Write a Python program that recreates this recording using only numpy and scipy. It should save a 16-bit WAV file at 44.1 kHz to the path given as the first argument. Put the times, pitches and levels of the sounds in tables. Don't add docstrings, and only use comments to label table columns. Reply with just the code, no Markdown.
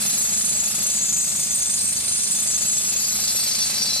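import sys
import numpy as np
from scipy import signal
from scipy.fft import rfft, irfft
from scipy.io import wavfile
from scipy.ndimage import uniform_filter1d, minimum_filter1d

SR = 44100
rng = np.random.default_rng(int(sys.argv[2]) if len(sys.argv) > 2 else 0)


def to_wav(s):
    ch = np.atleast_2d(s).T
    pcm = np.round(np.clip(ch, -1, 1) * 32767)
    wavfile.write(sys.argv[1], SR, pcm.astype(np.int16))


N = 176400
STRIKE_LAG_S = .0052

# time in seconds, gain in dB.
DRILL_SWELL = [(0, 2), (.7, -0.5), (1.3, -1.5), (1.9, -2), (2.5, -.5), (3.1, 0), (3.7, 2.5), (4, 0)]


def undb(db):
    return 10 ** (np.asarray(db) / 20)


def level(x, db):
    return x * undb(db) / np.sqrt(np.mean(x ** 2))


def curve(rows):
    return np.interp(np.arange(N) / SR, *np.array(rows).T)


def band(x, hz, width_hz):
    return signal.lfilter(*signal.iirpeak(hz, hz / width_hz, fs=SR), x)


def lowpass(x, hz, order=1):
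    return signal.sosfilt(signal.butter(order, hz, fs=SR, output="sos"), x)


def drift(rate_hz):
    span = int(SR / rate_hz)
    steps = np.repeat(rng.standard_normal(N // span + 1), span)
    wander = uniform_filter1d(uniform_filter1d(steps, span), span)[:N]
    return wander / wander.std()


def wide_noise(spectrum, mono_below_hz):
    hz, db = np.array(spectrum).T
    bins_hz = np.maximum(np.arange(N // 2 + 1) * SR / N, 1)
    colour = undb(np.interp(np.log(bins_hz), np.log(hz), db))
    mid, side = irfft(rfft(rng.standard_normal((2, N))) * colour, N)
    return mid + (side - lowpass(side, mono_below_hz)) * np.array([[1], [-1]])


def strokes(lag_s):
    # time in seconds, strokes per second.
    stroke_rate = [(0, 25.95), (0.35, 25.69), (0.6, 26.68), (1.1, 26.31), (1.8, 26.32), (2.1, 25.87),
                   (2.8, 26.19), (3.3, 25.07), (3.55, 26.33), (4, 26.23)]
    first_puff_s = .0132
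    rate = curve(stroke_rate)
    cycles = np.cumsum(rate) / SR - (first_puff_s + lag_s) * rate + 2
    return cycles.astype(int), cycles % 1 / rate


def burst(lag_s, hz, width_hz, decay_s):
    _, age = strokes(lag_s)
    noise = rng.standard_normal((2, N)) * np.exp(-age / decay_s)
    return band(band(noise, hz, width_hz), hz, width_hz)


def drill_steel():
    # pitch in Hz, relative level in dB, left minus right in dB, left phase lead in radians, direct
    modes = [(2600, -49.5, 1, 1.4, .15, "air"), (2720, -51, 1, 1.4, .15, "air"),
             (3100, -51, 1, -3, .3, "air"), (3550, -44.7, 3, .2, .4, "air"),
             (4070, -39.1, .6, 1.5, .8, "low"), (4500, -45, 1, 1.8, .6, "low"),
             (4605, -37.1, 1.4, 2, .72, "low"), (5200, -39.3, .9, 2.9, .65, "low"),
             (5500, -52, 1, 3, .3, "air"), (5780, -36.2, 2.9, 2.9, .78, "low"),
             (6410, -31, -.9, -2.3, .88, "mid"), (6750, -46, 1, -2.2, .4, "air"),
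             (7070, -31, 3.6, -2.1, .82, "mid"), (7730, -32.5, 3.8, -.5, .72, "mid"),
             (8430, -30.6, -1.6, -2.45, .82, "high"), (9140, -33.8, -3, -.4, .78, "high"),
             (9860, -44.3, -1.3, 1.7, .25, "flare"), (10280, -53, -2, 1, .2, "air"),
             (10600, -39.5, -2.8, .7, .62, "high"), (11380, -39.5, -3.9, 1.6, .65, "top"),
             (12170, -47.3, -2.9, 2.2, .2, "top"), (12930, -45, -3.8, 2.3, .35, "top"),
             (13790, -45, -3.4, 3, .35, "top")]
    # time in seconds, gain in dB.
    low_swell = [(0, 2), (.25, -2.5), (.5, -3), (1.1, -5), (1.6, -4), (2.2, -2), (2.8, -1.5), (3.15, 2.5),
                 (3.45, 5.5), (4, 6.5)]
    mid_swell = [(0, -1), (.35, 4), (.8, 1.2), (1.0, 4), (1.2, 4), (1.6, 0.5), (2.1, -1.5), (2.7, 3.5),
                 (3.2, 0.5), (3.7, -3.5), (4, -5)]
    high_swell = [(0, 1.5), (.6, 3), (1.2, -0.5), (1.7, 4), (2.4, 4), (2.8, 0.5), (3.4, 1.5), (3.7, 0.5),
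                  (4, -5.5)]
    top_swell = [(0, 2.5), (.5, 1.5), (1.3, 0), (2.2, -1.5), (3.4, 1.5), (4, -3)]
    # time in seconds, gain in dB.
    flare = [(0, 11.5), (.14, 11), (.26, 1)]
    # time in seconds, lag of the right port in microseconds.
    port_lag = [(0, -27), (.4, -5), (.8, -2), (1.1, 30), (1.6, 22), (2.1, 8), (2.5, 9), (3, -11),
                (3.5, -31), (4, -40)]
    ring_width_hz, skirt_hz, detune_hz, damping_hz = 40.6, 174, 14, 15000
    blow_scatter_db, ring_scatter_db, rattle_decay_s = .84, 1.78, .022
    blow, age = strokes(STRIKE_LAG_S)
    blow_gain = undb(blow_scatter_db * rng.standard_normal(blow[-1] + 1))[blow]
    rattle = (1 + np.exp(-age / rattle_decay_s)) * blow_gain
    swells = dict(air=DRILL_SWELL, low=low_swell, mid=mid_swell,
                  high=high_swell, top=top_swell, flare=flare)
    bite = {group: undb(drift(13)) for group in swells}
    lag_s = curve(port_lag) * 1e-6
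    out = np.zeros((2, N))
    for hz, db, pan_db, lead, direct, group in modes:
        force, detune = rng.standard_normal((blow[-1] + 1, 2))[blow].T
        drive = rng.standard_normal((3, 2, N), dtype=np.float32) * rattle * undb(ring_scatter_db * force)
        width_hz = ring_width_hz * (1 + (hz / damping_hz) ** 4)
        swing = lowpass(lowpass(drive, width_hz / 2), skirt_hz, order=2)
        swing = swing[:, 0] + 1j * swing[:, 1]
        bearing = np.exp(.5j * (lead + 2 * np.pi * hz * lag_s))
        swell = undb(curve(swells[group]))
        share = direct / (direct + (1 - direct) / swell ** .9)
        ports = np.sqrt(share) * swing[0] * np.array([bearing, bearing.conj()])
        ports += np.sqrt(1 - share) * swing[1:]
        ports /= (np.abs(ports) + np.std(ports) / 2) ** .19
        carrier = np.exp(2j * np.pi * np.cumsum(hz + detune_hz * detune) / SR)
        ring = (ports * carrier).real * undb(np.array([[pan_db], [-pan_db]]) / 2)
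        out += level(ring, db + 1.11) * swell * bite[group]
    return out


def hammer():
    gush = level(burst(0, hz=1400, width_hz=990, decay_s=.028), -51)
    crack = level(burst(STRIKE_LAG_S, hz=3940, width_hz=2400, decay_s=.0018), -48)
    return (gush + crack) * undb(curve(DRILL_SWELL))


def exhaust():
    # centre in Hz, width in Hz, relative gain in dB.
    port_resonances = [(405, 110, -2), (590, 100, 4), (760, 52, -4), (1250, 210, -5)]
    # time in seconds, gain in dB.
    thump_swell = [(0, 4), (.7, 1), (1.4, -1), (2.1, -0.5), (2.8, 1.5), (3.3, -6.5), (4, -2)]
    bark_swell = [(0, 2.5), (.7, 5), (1.3, -2), (2, -6.5), (2.7, 2), (3.3, 4), (3.7, 2.5), (4, 7.5)]
    scatter_db, jitter_s, bark_decay_s = 2.5, .0005, .0064
    echo_s, echo_db = .02, -8.5
    puff, age = strokes(0)
    starts = np.flatnonzero(np.diff(puff)) + 1
    size, late = rng.standard_normal((len(starts), 2)).T
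    starts = np.clip(starts + (late * jitter_s * SR).astype(int), 0, N - 1)
    pulses = np.zeros(N)
    pulses[starts] = undb(scatter_db * size)
    thump = level(lowpass(band(pulses, hz=184, width_hz=73), 254, order=2), -48.5)
    gas = rng.standard_normal(N) + .48 * rng.standard_normal((2, N))
    jet = level(pulses, 0) + 1.4 * level(gas * np.exp(-age / bark_decay_s), 0)
    bark = sum(undb(db) * band(jet, hz, width) for hz, width, db in port_resonances)
    bark = level(lowpass(bark, 2750, order=2), -53)
    near = thump * undb(curve(thump_swell)) + bark * undb(curve(bark_swell))
    return near + undb(echo_db) * np.roll(near, int(echo_s * SR), axis=1)


def air_and_chips():
    # frequency in Hz, relative level in dB.
    air_spectrum = [(300, -24), (600, -8.5), (1000, -9), (1600, -7.5), (2400, -3), (3100, -6.5), (3850, -4),
                    (4400, -3), (4900, -2), (5500, -2), (7000, -3.5), (8800, -2), (10000, -11),
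                    (12000, -42), (14500, -27)]
    rise_s, decay_s = .0025, .013
    base_chips_per_s, chip_spread_db = 380, 3.5
    _, age = strokes(STRIKE_LAG_S)
    surge = 1 + 1.3 * (1 - np.exp(-age / rise_s)) * np.exp(-age / decay_s)
    air = level(wide_noise(air_spectrum, mono_below_hz=895) * surge, -33)
    grains = (rng.random((2, N)) < base_chips_per_s * surge / SR) * rng.standard_normal((2, N))
    grains *= undb(chip_spread_db * np.minimum(rng.exponential(size=(2, N)), 3))
    chips = level(band(grains * surge, hz=2320, width_hz=3100), -49.5)
    return (air + chips) * undb(curve(DRILL_SWELL))


def compressor():
    # multiple of the cycle rate, level in dB before the swell.
    harmonics = [(5, -66), (10, -59), (12, -56.5), (13, -62), (14, -67), (15, -49.5), (16, -50),
                 (17, -55.5), (18, -64), (29, -72), (30, -65.5), (31, -71.5), (32, -70), (61, -60),
                 (62, -68.5)]
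    # time in seconds, gain in dB.
    engine_swell = [(0, 2), (.9, 0), (1.5, -6), (2.3, -3.5), (4, -0.5)]
    cycle_hz, hum_hz, pitch_drift, smear_rad = 13.69, 79.3, .0015, .81
    cycle_phase = 2 * np.pi * np.cumsum(cycle_hz * (1 + pitch_drift * drift(2.08))) / SR
    drone = np.zeros(N)
    for multiple, db in harmonics:
        tone = np.sin(multiple * cycle_phase + smear_rad * rng.standard_normal())
        drone += level(tone * undb(.71 * drift(3.87)), db)
    hum_phase = 2 * np.pi * np.cumsum(hum_hz * (1 + pitch_drift * drift(3.7))) / SR
    hum = level(np.sin(hum_phase) * undb(1.1 * drift(2.7)), -54.5)
    return drone * undb(curve(engine_swell)) + hum


def pit_rumble():
    # frequency in Hz, relative level in dB.
    rumble_spectrum = [(20, -31), (40, -40), (70, -6), (110, -1), (170, -1.5), (215, -1), (270, -8),
                       (400, -10.5), (700, -11.5), (1200, -21.5), (3000, -46)]
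    return level(wide_noise(rumble_spectrum, mono_below_hz=473), -47)


def buffeting():
    flutter = band(rng.standard_normal((2, N)), hz=65.3, width_hz=32)
    return level(lowpass(flutter, 130.6, order=2), -63)


def scene():
    drill = drill_steel() + hammer() + exhaust() + air_and_chips()
    return drill + compressor() + pit_rumble() + buffeting()


def record(dry):
    threshold_db, response_s, makeup_db = -20, .017, 1
    ceiling_db, hold_s, top_hz = -10, .004, 14200
    power = lowpass(np.mean(dry ** 2, axis=0), 1 / (2 * np.pi * response_s))
    evened = dry * undb(makeup_db) / (1 + (power / undb(threshold_db) ** 2) ** 2) ** (1 / 4)
    peak_gain = undb(ceiling_db) / np.maximum(np.abs(evened), undb(ceiling_db))
    hold = int(hold_s * SR)
    limited = evened * uniform_filter1d(minimum_filter1d(peak_gain, hold), hold)
    return signal.sosfilt(signal.ellip(12, .2, 80, top_hz, fs=SR, output="sos"), limited)


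dry = scene()
out = record(dry)
to_wav(out)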